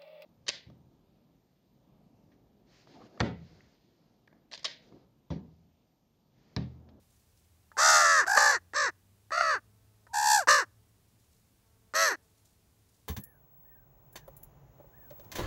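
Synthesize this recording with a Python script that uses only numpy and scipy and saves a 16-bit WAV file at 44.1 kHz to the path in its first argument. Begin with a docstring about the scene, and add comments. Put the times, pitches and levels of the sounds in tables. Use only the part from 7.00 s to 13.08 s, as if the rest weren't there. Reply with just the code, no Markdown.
"""Over still air, a far engine's drone and brushes in the grass, two young ravens beg in an open meadow.
A pop and a thin whistle lead into their first caws, one hoarse and low, one higher and clearer, at times together.
Each caw is a train of syrinx pulses: the pitch scoops up, drifts, flutters fast and slides down at the end;
voice and rasp weaken as it falls. A fly, a buzz of wingbeat harmonics, joins midway; a faint echo follows the birds.
The clear bird calls last near 3.3 s, the hoarse one near 5 s; grass, fly and engine remain."""
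import sys
import numpy as np
from scipy import signal
from scipy.fft import rfft, irfft, next_fast_len
from scipy.io import wavfile
from scipy.ndimage import uniform_filter1d, map_coordinates

SR = 44100
rng = np.random.default_rng(int(sys.argv[2]) if len(sys.argv) > 2 else 0)


def output_pcm(signal):
    """Save a mono or channel-first signal as 16-bit PCM at the path in sys.argv[1].

    Samples are clipped to [-1, 1] before scaling.
    """
    pcm = np.clip(np.atleast_2d(signal).T, -1, 1) * 32767
    wavfile.write(sys.argv[1], SR, np.round(pcm).astype(np.int16))


N = 268128

# resonances of the hoarse bird's throat: (frequency [Hz], gain [dB])
HOARSE_THROAT_GAIN = [(80, -55.5), (160, -22), (280, -4.5), (380, -6.5), (490, -12.5), (620, -10),
                      (850, -8.5), (1250, -0.5), (1550, -2), (1750, -0.5), (1980, -7), (2200, -18.5),
                      (3300, -23)]


def amp(db):
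    """Decibels to gain."""
    return 10 ** (np.asarray(db) / 20)


def unit(x):
    """Scale to rms 1."""
    return x / np.sqrt(np.mean(x ** 2) + 1e-20)


def along(points, hz):
    """Read (Hz, value) points on a log frequency axis."""
    f, v = np.transpose(points)
    return np.interp(np.log(hz + 1), np.log(f), v)


def curves(rows, t):
    """Read each column after the first at the times t."""
    s, *cols = np.transpose(rows)
    return [np.interp(t, s, c) for c in cols]


def wobble(t, knots_per_s):
    """Smooth random curve through normally distributed knots."""
    knots = (t - t[0]) * knots_per_s
    return map_coordinates(rng.standard_normal(int(knots[-1]) + 4), [knots])


def coloured(x, db_of_hz):
    """Causal minimum-phase filter with the given gain in dB, by folding the cepstrum."""
    m = 2 * next_fast_len(len(x) // 2 + 4096)
    cepstrum = irfft(np.log(amp(db_of_hz(np.fft.rfftfreq(m, 1 / SR)))), m)
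    cepstrum[1:m // 2] *= 2
    cepstrum[m // 2 + 1:] = 0
    response = np.exp(rfft(cepstrum))
    return irfft(rfft(x, m) * response, m)[:len(x)]


def noise(spectrum):
    """Noise of rms 1 with the given spectrum."""
    return unit(coloured(rng.standard_normal(N), lambda hz: along(spectrum, hz)))


def steady(x, size):
    """Divide out the slow level, keep the flutter; size in samples."""
    power = uniform_filter1d(uniform_filter1d(x ** 2, size), size)
    return x / np.sqrt(np.abs(power) + 1e-12)


def ravens():
    """Hoarse and clear bird: each its own throat, beak and flutter shape."""
    # one row a caw, in four groups:
    # time: (start [s], end [s])
    # pitch: (aim [Hz], sag [Hz/s], opening scoop [share], closing slide [s])
    # effort: (voice [dB], rasp [dB], swell start to end [dB], attack [s], release [s],
    #          hardest push at [s], its surge [dB])
    # manner: (flutter at start [Hz], flutter at end [Hz], pitch swing [share], lower side [share],
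    #          roughness [0-1], mouth at 1200 Hz [dB], mouth at 1750 Hz [dB],
    #          ring of the closing beak [Hz], its strength [dB])
    hoarse_caws = [ ((.772, 1.256), (752, 285, .39, .038), (-21.7, -28.3, 5.5, .0075, .004, .91, 4),
                   (66.03, 92, .046, .9, .05, 3.3, -1, 1730, 9.5)), ((1.355, 1.595), (665, 620, .29, .031),
                   (-25, -31.5, -1, .007, .009, 1.51, 2), (60.4, 56, .038, .76, .1, -.5, 0, 1850, 6)),
                   ((1.742, 1.913), (700, 1250, .27, .03), (-27, -35, 4.5, .007, .006, 1.765, 2),
                   (50, 56, .034, .69, .06, -1, .5, 1890, 2)), ((2.314, 2.6), (735, 560, .22, .044),
                   (-27.4, -40.5, 8, .005, .009, 2.52, 2.5), (67, 70, .034, .72, .05, 1, -3.5, 1610, 6.5)),
                   ((3.474, 3.655), (700, 1150, .31, .03), (-22.4, -30.5, -9.5, .008, .007, 3.51, 2.5),
                   (58, 52, .036, .7, .06, 1, -.5, 1720, -2.5)), ((4.942, 5.162), (692, 240, .15, .062),
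                   (-25.5, -30.7, 1.5, .008, .004, 5.07, 2),
                   (96.1, 102, .044, .6, .14, -5.5, -1.5, 1770, 2))]
    clear_caws = [ ((.77, 1.09), (832, 0, 0, .056), (-31, -35, 0, .026, .008, .92, 2),
                  (69.48, 98, .09, .24, .1, 0, 5, 1400, -12)), ((1.262, 1.575), (795, -250, .125, .041),
                  (-25.5, -35.8, -.5, .01, .022, 1.42, 2), (52.3, 58, .05, .38, .45, .5, 6, 1650, 0)),
                  ((3.131, 3.462), (832, -130, 0, .056), (-24.8, -32.3, 12, .006, .028, 3.32, 6),
                  (70, 65, .06, .11, .09, -1, -1, 1620, -6))]
    # resonances of the clear bird's throat: (frequency [Hz], gain [dB])
    clear_throat = [(100, -50), (250, -28), (450, -7), (850, 1.5), (1200, -6), (1600, -0.5), (2100, -23),
                    (3100, -27)]
    # rasp colour of the open beak, one list per hoarse caw: (frequency [Hz], gain [dB])
    hoarse_beaks = [
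        [(1650, -17), (2800, -10), (3810, -10.5), (4240, -4.5), (4860, 1), (5940, -3), (6420, -1.5), (8140, -9),
         (9120, -21), (10200, -19), (15500, -38)],
        [(1650, -24), (2800, -12), (3160, -16), (4150, -4), (5810, -2), (7680, -8), (9060, -23.5), (10800, -24),
         (11800, -35), (12800, -36), (15500, -44)],
        [(1650, -38.5), (2800, -9.5), (3190, -18.5), (4150, -1.5), (4890, -6), (5900, 0), (6760, -9),
         (7800, -10), (9260, -38), (14700, -40), (15500, -50.5)],
        [(1650, -32), (2800, -21), (3680, -10.5), (4460, 1), (5530, -8.5), (6330, -4), (7200, -20.5),
         (8430, -19), (9120, -48.5), (9940, -26), (12000, -29.5), (15500, -44)],
        [(1650, -16), (2800, -6), (3100, -20.5), (4330, -1), (4790, -9), (5410, 1.5), (6470, -6.5),
         (7150, -2.5), (9000, -18.5), (9320, -32), (10500, -15.5), (13100, -25), (15500, -26.5)],
        [(1650, -37), (2800, -6), (3620, -19), (4360, -0.5), (4620, -2.5), (5040, -11), (5940, 0),
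         (6800, -11.5), (8020, -12), (8800, -31), (9530, -21), (10400, -24.5), (11500, -13), (15500, -38.5)],
    ]
    # the same for all clear caws: (frequency [Hz], gain [dB])
    clear_beak = [(2700, -15), (3050, -23), (3700, -13), (4400, -6.5), (5200, -1.2), (6300, -5.5),
                  (7300, -3), (9600, -19), (11700, -15), (14100, -23.5), (15500, -36)]
    # cracks in the hoarse voice: (time [s], boost [dB], half-length [s])
    voice_cracks = [(1.378, 11, .0045), (2.323, 5, .004), (2.380, 6, .0043), (2.411, 9.5, .003),
                    (3.488, 6.5, .0037)]
    hoarse = sum(caw(*row, beak, HOARSE_THROAT_GAIN, voice_cracks, rasp_fade_db_per_s=15,
                     spike=.5, lean=.25, throb_db=-.5, rasp_throb_db=2.5, rasp_lag_rad=1.2, scatter_s=.00001)
                 for row, beak in zip(hoarse_caws, hoarse_beaks))
    clear = sum(caw(*row, clear_beak, clear_throat, [], rasp_fade_db_per_s=2,
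                    spike=.2, lean=.1, throb_db=3, rasp_throb_db=4.5, rasp_lag_rad=-.9, scatter_s=.000004)
                for row in clear_caws)
    return hoarse + clear


def caw(time, pitch, effort, manner, beak, throat, cracks, rasp_fade_db_per_s, spike, lean,
        throb_db, rasp_throb_db, rasp_lag_rad, scatter_s):
    """The syrinx's two sides pulse at different rates and beat; throat shapes the voice, beak the rasp."""
    (first_hz, last_hz, swing, lower_share, rough,
     mouth_low_db, mouth_high_db, ring_hz, ring_db) = manner
    # rush of air under the voice: (frequency [Hz], gain [dB])
    gust_spectrum = [(25, 0), (60, 0), (130, -2), (200, 0), (350, -4), (600, -18), (1500, -50)]
    gust_db = -40.5  # relative to the voice
    crack_rasp_share = .5  # part of a crack's boost that reaches the rasp
    swing_fade = .35  # share of the pitch flutter lost over the caw
    slack_jitter, slack_flicker_db = .07, 4  # slack membranes stumble in pitch and strength
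    span = np.arange(int(time[0] * SR), int(time[1] * SR))
    t = span / SR
    hz = pitch_arch(t, *pitch)
    voice_db, rasp_db = loudness(t, hz, *effort, rasp_fade_db_per_s)

    # a crack jumps up in strength and pitch
    crack_db = sum(db * np.exp(-((t - s) / length) ** 2) for s, db, length in cracks)
    hz = hz * (1 + .012 * crack_db)
    voice_db = voice_db + crack_db
    rasp_db = rasp_db + crack_rasp_share * crack_db

    beat_hz = np.linspace(first_hz, last_hz, len(t)) * (1 + .02 * wobble(t, 30))
    beat = np.cumsum(beat_hz) / SR  # cycles
    flutter = 2 * np.pi * beat
    # each beat kicks the pitch of both sides, less as the membranes slacken
    kick = np.exp(spike * np.cos(flutter + lean * np.cos(flutter)))
    tension = np.clip(hz / hz.max(), 0, 1) ** 1.5
    kick = unit(kick - kick.mean()) * tension * (1 + .12 * wobble(t, 60))
    slack = (1 - tension) ** 2
    jitter = (.007 + slack_jitter * (1 - tension) ** 1.5) * wobble(t, 250)
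    swing_now = swing * np.linspace(1, 1 - swing_fade, len(t))

    upper = np.cumsum(hz * (1 + swing_now * kick + jitter)) / SR  # cycles
    lower = upper - beat + .5
    upper_pulses = pulses(upper, scatter_s, scatter_db=.25)
    lower_pulses = pulses(lower, scatter_s, scatter_db=.25)
    source = unit(upper_pulses + lower_share * tension * lower_pulses)
    # air tears through the syrinx once a cycle
    tear = rng.standard_normal(len(t)) * (1 + np.cos(2 * np.pi * upper)) ** 2
    torn_air = rough * unit(signal.lfilter(*signal.butter(2, 900, "high", fs=SR), tear))

    mouth = [(800, 0), (1200, mouth_low_db), (1750, mouth_high_db), (2400, 1), (2900, 1.5), (4000, -41.5)]
    throbbing = (source + torn_air) * amp(throb_db * kick)
    voice = coloured(throbbing, lambda f: along(throat, f) + along(mouth, f))
    # the beak closes from 40 % to 95 % of the caw; a narrow resonance grows
    closing = np.clip((np.linspace(0, 1, len(t)) - .4) / 0.55, 0, 1)
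    ring = signal.lfilter(*signal.iirpeak(ring_hz, 9, SR), voice)
    voice = voice + amp(ring_db) * closing * ring

    hiss = (source + 4 * torn_air) * amp(rasp_throb_db * tension * np.cos(flutter - rasp_lag_rad))
    rasp_tilt = [(500, -50.5), (2000, -20), (2900, 1), (4400, 0), (7000, 0), (12500, -1.5)]  # (Hz, dB)
    rasp = coloured(hiss, lambda f: along(beak, f) + along(rasp_tilt, f))
    rasp = scattered(rasp, share=.45, t60_s=.015)
    gust = unit(coloured(rng.standard_normal(len(t)), lambda f: along(gust_spectrum, f)))

    sound = amp(voice_db) * (steady(voice, size=900) + amp(gust_db) * gust)
    sound = sound + amp(rasp_db) * steady(rasp, size=900)
    flicker = amp((.89 + slack_flicker_db * slack) * wobble(t, 70))
    out = np.zeros(N)
    out[span] = sound * flicker * signal.windows.tukey(len(t), .03)
    return out


def pitch_arch(t, aim_hz, sag_hz_per_s, scoop, slide_s):
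    """Pitch scoops up to its aim, drifts, and slides down as the caw runs out."""
    scoop_s, slide_share, slide_shape = .03, .55, 1.8  # rise time; pitch lost at the end; abruptness
    age, left = t - t[0], t[-1] - t
    opening = 1 - scoop * np.exp(-age / scoop_s)
    closing = 1 - slide_share * np.exp(-(left / slide_s) ** slide_shape)
    return (aim_hz - sag_hz_per_s * age) * opening * closing


def loudness(t, hz, voice_db, rasp_db, swell_db, attack_s, release_s, push_s, surge_db, rasp_fade_db_per_s):
    """Voice and rasp in dB: attack, swell with one harder push, release; low pitch is weaker and duller."""
    attack_db, release_db = 16, 39  # depth below the full level at start and end
    surge_width, surge_voice_share = .17, .3  # half-length as share of the caw; part reaching the voice
    voice_db_per_octave, rasp_db_per_octave = 9.9, 19
    age, left = t - t[0], t[-1] - t
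    effort_db = swell_db * np.linspace(-.5, .5, len(t))
    effort_db = effort_db - attack_db * np.exp(-age / attack_s) - release_db * np.exp(-left / release_s)
    push_db = surge_db * np.exp(-((t - push_s) / (surge_width * age[-1])) ** 2)
    octaves = np.log2(hz / hz.max())
    voice_now_db = voice_db + effort_db + surge_voice_share * push_db + voice_db_per_octave * octaves
    rasp_now_db = rasp_db + effort_db + push_db + rasp_db_per_octave * octaves
    return voice_now_db, rasp_now_db - rasp_fade_db_per_s * (t - t.mean())


def pulses(turns, scatter_s, scatter_db):
    """One band-limited pulse per whole turn, a little uneven in time and size."""
    at = np.interp(np.arange(1, int(turns[-1])), turns, np.arange(len(turns)))
    late, big = rng.standard_normal((len(at), 2)).T
    at = (at + scatter_s * SR * late)[:, None]
    # windowed sinc places each pulse between samples
    taps = np.floor(at).astype(int) + np.arange(-7, 9)
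    shape = np.sinc(taps - at) * np.cos(np.pi * (taps - at) / 16) ** 2
    sized = shape * amp(scatter_db * big)[:, None]
    return np.bincount(np.clip(taps, 0, len(turns) - 1).ravel(), sized.ravel(), len(turns))


def scattered(x, share, t60_s):
    """Grass stems close by smear each pulse over a few milliseconds: decaying-noise convolution."""
    t = np.arange(512) / SR
    stems = rng.standard_normal(len(t)) * amp(-60 * t / t60_s)
    return x + share * signal.fftconvolve(x, stems / np.linalg.norm(stems))[:len(x)]


def pops():
    """The syrinx pops open: one decaying puff rings the throat."""
    # (time [s], peak level [dB])
    pop_times = [(.717, -42), (.769, -28), (1.256, -36), (1.267, -24), (1.735, -29), (2.307, -31),
                 (3.068, -47), (3.473, -18), (4.938, -26.5)]
    tilt = [(280, -5), (600, 3), (1700, 1), (3300, -4), (5000, 0), (8000, -5), (10000, -25)]  # (Hz, dB)
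    out, t = np.zeros(N), np.arange(2048) / SR
    for s, db in pop_times:
        puff = rng.standard_normal(len(t)) * amp(-60 * t / 0.038)
        puff[0] += 6
        ring = coloured(puff, lambda f: along(HOARSE_THROAT_GAIN, f) + along(tilt, f))
        out[round(s * SR):][:len(t)] += amp(db) * ring / np.abs(ring).max()
    return out


def whistles(rise_db):
    """The clear voice starts as a thin wavering sine that swells before it breaks into a caw."""
    # (start [s], end [s], frequency [Hz], level at the end [dB])
    whistle_rows = [(.725, .78, 880, -53), (3.082, 3.138, 930, -50)]
    out = np.zeros(N)
    for start, end, hz, db in whistle_rows:
        span = np.arange(int(start * SR), int(end * SR))
        wavering_hz = hz * (1 + .025 * wobble(span / SR, 150))
        tone = np.sin(2 * np.pi * np.cumsum(wavering_hz) / SR)
        swell = amp(db + np.linspace(-rise_db, 0, len(span)))
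        out[span] = unit(tone) * swell * signal.windows.tukey(len(span), .2)
    return out


def meadow(x):
    """Scattered echo: decaying noise whose treble dies first."""
    # (frequency [Hz], t60 [s])
    echo_t60 = [(200, 1), (1500, 0.42), (5000, .45), (12000, 0.24)]
    hz, t, z = signal.stft(rng.standard_normal(SR), SR, nperseg=256)
    decay = amp(-60 * t / along(echo_t60, hz)[:, None])
    tail = signal.istft(z * decay, SR, nperseg=256)[1]
    return signal.fftconvolve(x, tail / np.linalg.norm(tail))[:N]


def grass(t):
    """A foot or wing brushes the grass: noise rises quickly and dies away, crackling unevenly."""
    # (time [s], length [s], level [dB])
    brush_rows = [(.008, .03, -77), (.08, .2, -76), (.365, .06, -72), (3.88, .025, -81), (4.07, .03, -80),
                  (4.18, .09, -78), (4.285, .13, -74), (5.2, .2, -77), (5.37, .05, -78), (5.445, .05, -71),
                  (5.884, .025, -72), (5.92, .14, -79)]
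    # (frequency [Hz], gain [dB])
    blade_spectrum = [(1500, -24.5), (4000, -5.5), (7000, -2), (10000, -7), (15000, -11)]
    rise_share, fade_db, stir_db = .2, 11, -88  # rising part; fall over one length; stirring in between
    push = np.full(N, amp(stir_db))
    for s, length_s, db in brush_rows:
        through = np.maximum(t - s, 0) / length_s
        fade = amp(db - fade_db * np.maximum(through - rise_share, 0))
        push += fade * np.minimum(through / rise_share, 1)
    return push * unit(noise(blade_spectrum) * amp(3 * wobble(t, 120)))


def fly(t):
    """Wing buzz: harmonics 2 to 7 of a drifting wingbeat."""
    # (time [s], wingbeat [Hz], level [dB])
    fly_track = [(2.5, 217, -100), (2.75, 222, -79.5), (3.1, 213, -81.5), (3.9, 221.6, -85.5),
                 (4.4, 222, -100), (4.7, 220, -78), (5.4, 217.6, -82.5), (5.8, 212.2, -95)]
    wing_hz, fly_db = curves(fly_track, t)
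    wing = 2 * np.pi * np.cumsum(wing_hz * (1 + .01 * wobble(t, 2))) / SR
    return amp(fly_db) * unit(sum(np.sin(k * wing) / k for k in range(2, 8)))


def engine(t):
    """Far drone: a wavering shaft tone and its weak octave."""
    # (time [s], shaft frequency [Hz], level before a 4 dB cut [dB])
    engine_track = [(0, 82.97, -74), (.4, 83.03, -68), (1.2, 85, -64), (1.8, 90, -62), (2.3, 104, -64.5),
                    (3.6, 108.1, -64), (4.5, 110.1, -72), (6.08, 105.8, -73)]
    engine_hz, engine_db = curves(engine_track, t)
    shaft = 2 * np.pi * np.cumsum(engine_hz * (1 + .01 * wobble(t, 8))) / SR
    level = amp(engine_db - 4 + 1.5 * wobble(t, 8.3))
    return level * unit(np.sin(shaft) + .15 * np.sin(2 * shaft))


def still_air():
    """Steady, mostly low noise."""
    # (frequency [Hz], gain [dB])
    air_spectrum = [(12, -44.5), (20, -14), (38, -13), (74, -1.5), (119, -5), (140, -14.5), (161, -9),
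                    (362, -19.5), (439, -17), (491, -23), (686, -22.5), (1450, -29), (15500, -31.5)]
    return amp(-67.5) * noise(air_spectrum)


def scene():
    """The birds close by, the meadow around them."""
    t = np.arange(N) / SR
    birds = ravens() + pops() + whistles(rise_db=21)
    echo = amp(-44) * meadow(birds)
    return (birds + echo + grass(t) + still_air() + engine(t) + fly(t))[None]


def record(dry):
    """Round the highest peaks off softly, then cut everything above the band limit."""
    ceiling, top_hz = .37, 15750
    rounded = dry / (1 + (dry / ceiling) ** 6) ** (1 / 6)
    m = next_fast_len(N + 8192)
    passed = np.fft.rfftfreq(m, 1 / SR) < top_hz
    return irfft(rfft(rounded, m) * passed, m)[:, :N]


dry = scene()
out = record(dry)
output_pcm(out)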